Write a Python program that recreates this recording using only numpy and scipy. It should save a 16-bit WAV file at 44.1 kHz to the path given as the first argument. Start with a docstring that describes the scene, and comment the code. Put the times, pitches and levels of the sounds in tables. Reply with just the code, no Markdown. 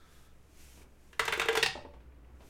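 """Die through a dice tower

A die drops into a tall plastic tower on a desk in a small room. It knocks from baffle to baffle,
ringing the walls and the air in the shaft, cracks into the tray, then tumbles to rest on a soft mat.
Fingers rub and tap, an arm shifts, a sleeve brushes faintly; the room rumbles low."""
import sys
import numpy as np
from scipy import signal
from scipy.fft import rfft, irfft, next_fast_len
from scipy.io import wavfile

SR = 44100
rng = np.random.default_rng(int(sys.argv[2]) if len(sys.argv) > 2 else 0)


def put_to_file(sound):
    """Save the sound as 16-bit audio at rate SR, in the file named by the first command-line argument."""
    columns = np.atleast_2d(sound).T  # one column per channel
    safe = np.clip(columns, -1, 1)
    whole_steps = np.round(safe * 32767)
    wavfile.write(sys.argv[1], SR, whole_steps.astype(np.int16))


N = 109809
TIME_S = np.arange(N) / SR
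AGE_S = TIME_S[:SR // 3]   # time since a contact
DROP_S, TRAY_S = 1.194, 1.627   # die meets the first baffle, reaches the tray


def from_db(db):
    return 10 ** (np.asarray(db) / 20)


def rms_one(x):
    return x / np.sqrt(np.mean(x ** 2) + 1e-20)


def at_hz(points, hz):
    """Interpolate (Hz, value) points over log frequency."""
    known_hz, values = np.transpose(points)
    return np.interp(np.log(hz + 1), np.log(known_hz), values)


def coloured(x, spectrum):
    """Minimum-phase filter through (Hz, dB) points."""
    size = 2 * next_fast_len(len(x))
    bin_hz = np.arange(size // 2 + 1) * SR / size
    cepstrum = irfft(np.log(from_db(at_hz(spectrum, bin_hz))))
    cepstrum[1:size // 2] *= 2
    cepstrum[size // 2 + 1:] = 0
    return irfft(rfft(x, size) * np.exp(rfft(cepstrum)))[:len(x)]


def noise(spectrum, size=len(AGE_S)):
    """Unit-rms noise shaped by (Hz, dB) points; one contact long by default."""
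    return rms_one(coloured(rng.standard_normal(size), spectrum))


def fade(t60_s):
    return from_db(-60 * AGE_S / t60_s)


def onset(rise_s):
    return 1 - np.exp(-AGE_S / rise_s)


def ring(modes, spread_db, detune):
    """Struck modes. The spot hit sets strength and sign, and picks among close neighbours."""
    out = 0
    for (hz, db, t60_s), (loud, sharp, side) in zip(modes, rng.standard_normal((len(modes), 3))):
        gain = np.sign(side) * from_db(db + spread_db * loud)
        out = out + gain * np.sin(2 * np.pi * hz * (1 + detune * sharp) * AGE_S) * fade(t60_s)
    return out


def add(track, start_s, sound):
    start = round(start_s * SR)
    track[start:start + len(sound)] += sound[:N - start]


def swells(rows, attack_s, release_s, sag_db_per_s=0):
    """Gain curve: each swell rises to its peak, holds or sags, then dies. Overlaps add in power."""
    power = np.zeros(N)
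    for peak_s, hold_s, db in rows:
        age_s = np.maximum(TIME_S - peak_s, 0)
        rise = np.exp(np.minimum(TIME_S - peak_s, 0) / attack_s)
        release = np.exp(-np.maximum(age_s - hold_s, 0) / release_s)
        power += (from_db(db - sag_db_per_s * age_s) * rise * release) ** 2
    return np.sqrt(power)


# Room noise. Each row: frequency in Hz, relative density in dB.
AMBIENCE_SPECTRUM = [(20, 9.5), (40, -15.5), (100, -6), (170, -10), (300, -15), (500, -16.5), (1000, -22.5),
                     (2500, -27), (4000, -36.5), (9000, -40), (16000, -42)]
# Swells of the rumble. Each row: peak time in seconds, hold in seconds, level in dB.
RUMBLE_RISES = [(.65, 0.15, -57.5), (1.22, 1.15, -57.5), (1.86, 0.074, -54)]


def background(rumble_hz, waver_hz, rumble_floor_db, ambience_db):
    """Steady room noise and a low rumble that wavers in pitch and level."""
    waver = noise([(8, -8), (25, -25), (100, -90)], N)
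    rumble = np.sqrt(2) * np.sin(2 * np.pi * np.cumsum(rumble_hz + waver_hz * waver) / SR)
    rumble *= np.hypot(from_db(rumble_floor_db), swells(RUMBLE_RISES, attack_s=0.02, release_s=0.12))
    flutter_db = 2.2 * noise([(8, -9.5), (25, -17), (100, -82)], N)
    return from_db(ambience_db) * noise(AMBIENCE_SPECTRUM, N) + rumble * from_db(flutter_db)


# Room decay. Each row: frequency in Hz, T60 in seconds.
ROOM_DECAY = [(100, 0.5), (500, 0.3), (1500, 0.37), (3000, 0.34), (6000, 0.36), (14000, 0.17)]


def room_reflections(x, wet_db, build_s):
    """Diffuse reflections, dying faster in the treble."""
    edges_hz = np.geomspace(80, 17000, num=10)
    tail = 0
    for low, high in zip(edges_hz, edges_hz[1:]):
        bandpass = signal.butter(2, [low, high], "band", fs=SR, output="sos")
        band = signal.sosfilt(bandpass, rng.standard_normal(len(AGE_S)))
        tail = tail + band * fade(at_hz(ROOM_DECAY, np.sqrt(low * high)))
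    tail *= np.clip(AGE_S / build_s - 0.5, 0, 1)
    tail /= np.sqrt(np.sum(tail ** 2))
    tail = coloured(tail, [(150, 5), (450, -3), (1200, -4.5), (5000, -2), (9000, -5.5), (12000, -6)])
    return from_db(wet_db) * signal.fftconvolve(x, tail)[:N]


# Finger strokes. Each row: peak time in seconds, hold in seconds, level in dB.
FINGER_RUBS = [(0.0022, 0.3, -65.5)]
# Rubbed plastic. Each row: frequency in Hz, bandwidth in Hz, relative level in dB.
RUB_RESONANCES = [(1330, 65, 0.5), (1600, 260, -5), (3400, 300, -8)]


def finger_rub():
    """Skin friction stirs the tower's resonances."""
    friction = rng.standard_normal(N)
    rub = 0
    for hz, width_hz, db in RUB_RESONANCES:
        rub = rub + from_db(db) * signal.lfilter(*signal.iirpeak(hz, hz / width_hz, fs=SR), friction)
    return rms_one(rub) * swells(FINGER_RUBS, attack_s=0.03, release_s=0.059, sag_db_per_s=21)


# Arm movements. 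Each row: peak time in seconds, hold in seconds, level in dB.
ARM_SHIFTS = [(.1, 0.19, -78), (.59, 0.023, -67), (.78, 0.086, -61.5), (1.95, .3, -67), (2.29, .2, -63.5)]
# Arm on desk. Each row: frequency in Hz, relative density in dB.
ARM_SPECTRUM = [(50, -24.5), (120, 3.5), (200, -1.5), (290, 0), (430, -2.5), (650, -13.5), (1500, -16),
                (5000, -52.5)]


def arm_on_desk(rest_db):
    """Dull noise that swells as the arm shifts on the desk."""
    moving = swells(ARM_SHIFTS, attack_s=0.036, release_s=0.023)
    return np.hypot(from_db(rest_db), moving) * noise(ARM_SPECTRUM, N)


# Sleeve movements. Each row: peak time in seconds, hold in seconds, level in dB.
SLEEVE_SWISHES = [(0.13, 0.14, -67), (.61, 0.22, -60), (1.05, .2, -72), (2.475, .02, -65)]
# Brushing cloth. Each row: frequency in Hz, relative density in dB.
CLOTH_SPECTRUM = [(200, 1), (1000, -3), (2500, 6), (4200, 1), (6200, 4.5), (9000, 1.5), (13000, -1),
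                  (16000, -12.5)]


def sleeve(rest_db):
    """Cloth swishes, and stirs faintly while the hand holds the die."""
    holding = from_db(rest_db) * (TIME_S < DROP_S)
    moving = swells(SLEEVE_SWISHES, attack_s=0.066, release_s=0.015, sag_db_per_s=19.5)
    return np.hypot(holding, moving) * noise(CLOTH_SPECTRUM, N)


# Taps on tower and desk. Each row: start in seconds, touch level in dB, click level in dB.
LIGHT_TAPS = [(0.773, -56, -57), (0.817, -61.5, -54), (1.935, -54.5, -68), (2.003, -60.5, -63),
              (2.119, -75, -58), (2.246, -69, -57), (2.404, -54, -61), (2.417, -55.5, -66)]
# Soft contact, for taps and mat. Each row: frequency in Hz, relative density in dB.
THUD_SPECTRUM = [(60, -11), (300, -0.5), (600, -2), (1000, -5), (1500, -14.5), (3000, -13.5), (8000, -33),
                 (16000, -51)]


def light_taps():
    """Short dull touches and small clicks, from the settling die and the hand."""
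    out = np.zeros(N)
    click_spectrum = [(800, -24), (1700, 8), (2500, 11), (3200, -3), (4200, -36), (12000, -53)]
    for start_s, touch_db, click_db in LIGHT_TAPS:
        touch = from_db(touch_db) * noise(THUD_SPECTRUM) * fade(t60_s=0.1)
        click = from_db(click_db) * noise(click_spectrum) * fade(t60_s=0.029)
        add(out, start_s, (touch + click) * onset(rise_s=0.0022))
    return out


# Die on the mat. Each row: start in seconds, strength in dB.
MAT_BOUNCES = [(1.7512, -36), (1.7747, -41), (1.847, -41.5), (1.934, -51.5), (1.9610, -61)]
# Desk under the mat. Each row: frequency in Hz, relative level in dB, T60 in seconds.
DESK_RESONANCES = [(68, -10.5, 0.89), (188, -18, 0.13), (332.5, -11, 0.2), (412, -11, 0.19),
                   (574, -4.5, 0.19), (608, -7.5, 0.16), (881, 6.5, 0.042)]


def mat_bounces():
    """The mat softens each contact to a thud that rings the desk."""
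    out = np.zeros(N)
    for start_s, db in MAT_BOUNCES:
        desk = from_db(-3.5) * ring(DESK_RESONANCES, spread_db=1.5, detune=0.01)
        thud = noise(THUD_SPECTRUM) * fade(t60_s=0.073)
        add(out, start_s, from_db(db) * (thud + desk) * onset(rise_s=0.0028))
    soft_contact = signal.butter(3, 1700, fs=SR, output="sos")   # a long contact carries no treble
    return signal.sosfilt(soft_contact, out)


# Air in the shaft. Each row: frequency in Hz, relative level in dB, T60 in seconds.
AIR_MODES = [(379.6, -10, 0.083), (419, 0.5, 0.057), (453.6, -5.5, 0.16)]


def hollow_body(hits, thump_db, rise_s):
    """Each hit rings the shaft's air and sends a low thump through the tower's foot to the desk."""
    out = np.zeros(N)
    foot_spectrum = [(40, -5), (110, -1.5), (180, -2), (260, -12.5), (900, -58.5)]
    for start_s, strength_db, air_db, *_ in hits:
        air = from_db(air_db) * ring(AIR_MODES, spread_db=3.5, detune=0.0034)
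        thump = from_db(thump_db) * noise(foot_spectrum) * fade(t60_s=0.18)
        add(out, start_s, from_db(strength_db) * (air + thump) * onset(rise_s))
    return out


def plastic_hits(hits, modes, crowd_spectrum, modes_db, crowd_db, crack_t60_s, rise_s, tick_db, snap_db):
    """Die on plastic: a tick, a crack, a crowd of short modes and the panel's clear modes."""
    out = np.zeros(N)
    crowd_decay = from_db(crowd_db) * fade(t60_s=0.064)
    crack_decay = from_db(-7.5) * fade(crack_t60_s)
    tick_spectrum = [(2000, -11), (5500, -10), (9000, 5), (14000, -0.5), (16000, -5)]
    for start_s, strength_db, _, full_db, sharp_db in hits:
        crowd = noise(crowd_spectrum) * (crowd_decay + crack_decay)
        clear = from_db(modes_db) * ring(modes, spread_db=2, detune=0.0024)
        panel = (crowd + clear) * onset(rise_s)   # bending waves take time to spread
        depth_db = np.interp(start_s, [DROP_S, TRAY_S], [-3, 3])   # deeper as the die falls
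        # A face in mid-panel gives a full knock, an edge a thin snap.
        knock_eq = [(300, 0), (800, full_db + depth_db), (1150, full_db - depth_db), (1900, 0.0025)]
        snap_eq = [(3500, 0.01), (5000, snap_db + 0.74 * sharp_db), (12000, sharp_db / 2)]
        panel = coloured(panel, knock_eq + snap_eq)
        # The die itself ticks, loudest on a corner.
        tick = from_db(tick_db + sharp_db) * noise(tick_spectrum) * fade(t60_s=0.0062)
        add(out, start_s, from_db(strength_db) * (panel + tick))
    return out


# Die in the tray. Each row: start in seconds, then strength, relative air, fullness, sharpness in dB.
TRAY_HITS = [(1.6274, -17.5, -11, -4, -4.5), (1.6605, -24.5, -15.5, 1, -2.5)]
# Tray's clear modes. Each row: frequency in Hz, relative level in dB, T60 in seconds.
TRAY_RESONANCES = [(766, -6, 0.14), (1174, -5, 0.04), (1868, 8, 0.046), (2706, 16, 0.023), (3110, -5, .035),
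                   (3720, 2, 0.036), (4560, 0, 0.076), (4620, -24, 0.46), (5400, -8, 0.019),
                   (5520, -10, 0.13)]
# Tray's crowd of short modes. Each row: frequency in Hz, relative density in dB.
TRAY_CROWD = [(100, -39.5), (300, -20.5), (600, -19), (1000, -1), (1450, -7.5), (1900, 4.5), (2200, -2.5),
              (2750, -0.5), (3400, -4.5), (5200, -1.5), (6100, -10), (9200, -12.5), (11000, -25.5),
              (16000, -27.5)]


def tray_landings():
    """The die cracks into the tray and sets it ringing."""
    return plastic_hits(TRAY_HITS, TRAY_RESONANCES, TRAY_CROWD, modes_db=-12, crowd_db=-0.5,
                        crack_t60_s=0.034, rise_s=0.00082, tick_db=-14.5, snap_db=-2)


# Die in the tower. Each row: start in seconds, then strength, relative air, fullness, sharpness in dB.
BAFFLE_HITS = [(1.1292, -49.5, -3, -3.5, 1), (1.1940, -21.5, -4.5, 1, 2), (1.2533, -38, 0, 9.5, 15),
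               (1.2784, -23.5, -8.5, 0, -3.5), (1.3235, -24.5, -2, -1, -3), (1.3335, -31, -3, 2, 4),
               (1.3752, -43.5, 18, 8.5, 13.5), (1.3962, -23, -5.5, -3, 0.5), (1.4158, -25, -10, 0, -4.5),
               (1.4573, -42, 13, 9.5, 10.5), (1.4850, -22.5, 0.5, 3, -4.5), (1.5283, -36.5, 11, -1.5, 9.5),
               (1.5520, -27, -8.5, 6.5, 5), (1.5682, -32, 4.5, 7, 4.5), (1.5730, -23, 3, -3.5, 4.5)]
# Clear modes of walls and baffles. Each row: frequency in Hz, relative level in dB, T60 in seconds.
WALL_RESONANCES = [(591.6, -7.5, 0.086), (770, -27, 0.25), (1001, -7.5, .09), (1000, -11, 0.046),
                   (1157, -21, 0.17), (1383, -9, 0.13), (1578, -4.5, 0.14), (1667, -7, 0.089),
                   (1838, -8, 0.015), (1996, 3, 0.043), (2450, -23, .05), (2459, -6.5, 0.063),
                   (2775, -3, 0.033), (3060, -12, 0.079), (3080, -17.5, 0.041), (3548, -3, 0.043),
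                   (4320, -11, 0.055), (8100, -24.5, 0.036)]
# Walls' crowd of short modes. Each row: frequency in Hz, relative density in dB.
WALL_CROWD = [(100, -20), (300, -18), (600, -11.5), (820, -1), (1020, -2), (2000, 0), (3400, -5),
              (4500, -8.5), (7000, -12), (9200, -18), (10800, -26.5), (13500, -24.5), (16000, -41.5)]


def baffle_knocks():
    """The die falls from baffle to baffle, ringing the walls."""
    return plastic_hits(BAFFLE_HITS, WALL_RESONANCES, WALL_CROWD, modes_db=-8, crowd_db=-2.5,
                        crack_t60_s=0.044, rise_s=0.0011, tick_db=-13, snap_db=-6)


def scene():
    """Tower, tray, mat and hand in the room, mono."""
    walls = baffle_knocks()
    tray = tray_landings()
    desk = mat_bounces() + light_taps()
    hollow = hollow_body(BAFFLE_HITS + TRAY_HITS, thump_db=-28, rise_s=0.0047)
    # Tray and shaft mouth face the listener, so they sound drier than the walls.
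    room_send = walls + desk + from_db(-1.5) * tray + from_db(-1) * hollow
    reflections = room_reflections(room_send, wet_db=-4.5, build_s=0.0075)
    handling = finger_rub() + arm_on_desk(rest_db=-70) + sleeve(rest_db=-77.5)
    ambience = background(rumble_hz=63.9, waver_hz=3.3, rumble_floor_db=-64.5, ambience_db=-58.5)
    return (walls + tray + desk + hollow + reflections + handling + ambience)[None]


def record(dry):
    """Steep low-pass at 16 kHz."""
    return signal.sosfilt(signal.ellip(10, 0.1, 70, 16000, fs=SR, output="sos"), dry)


dry = scene()
out = record(dry)
put_to_file(out)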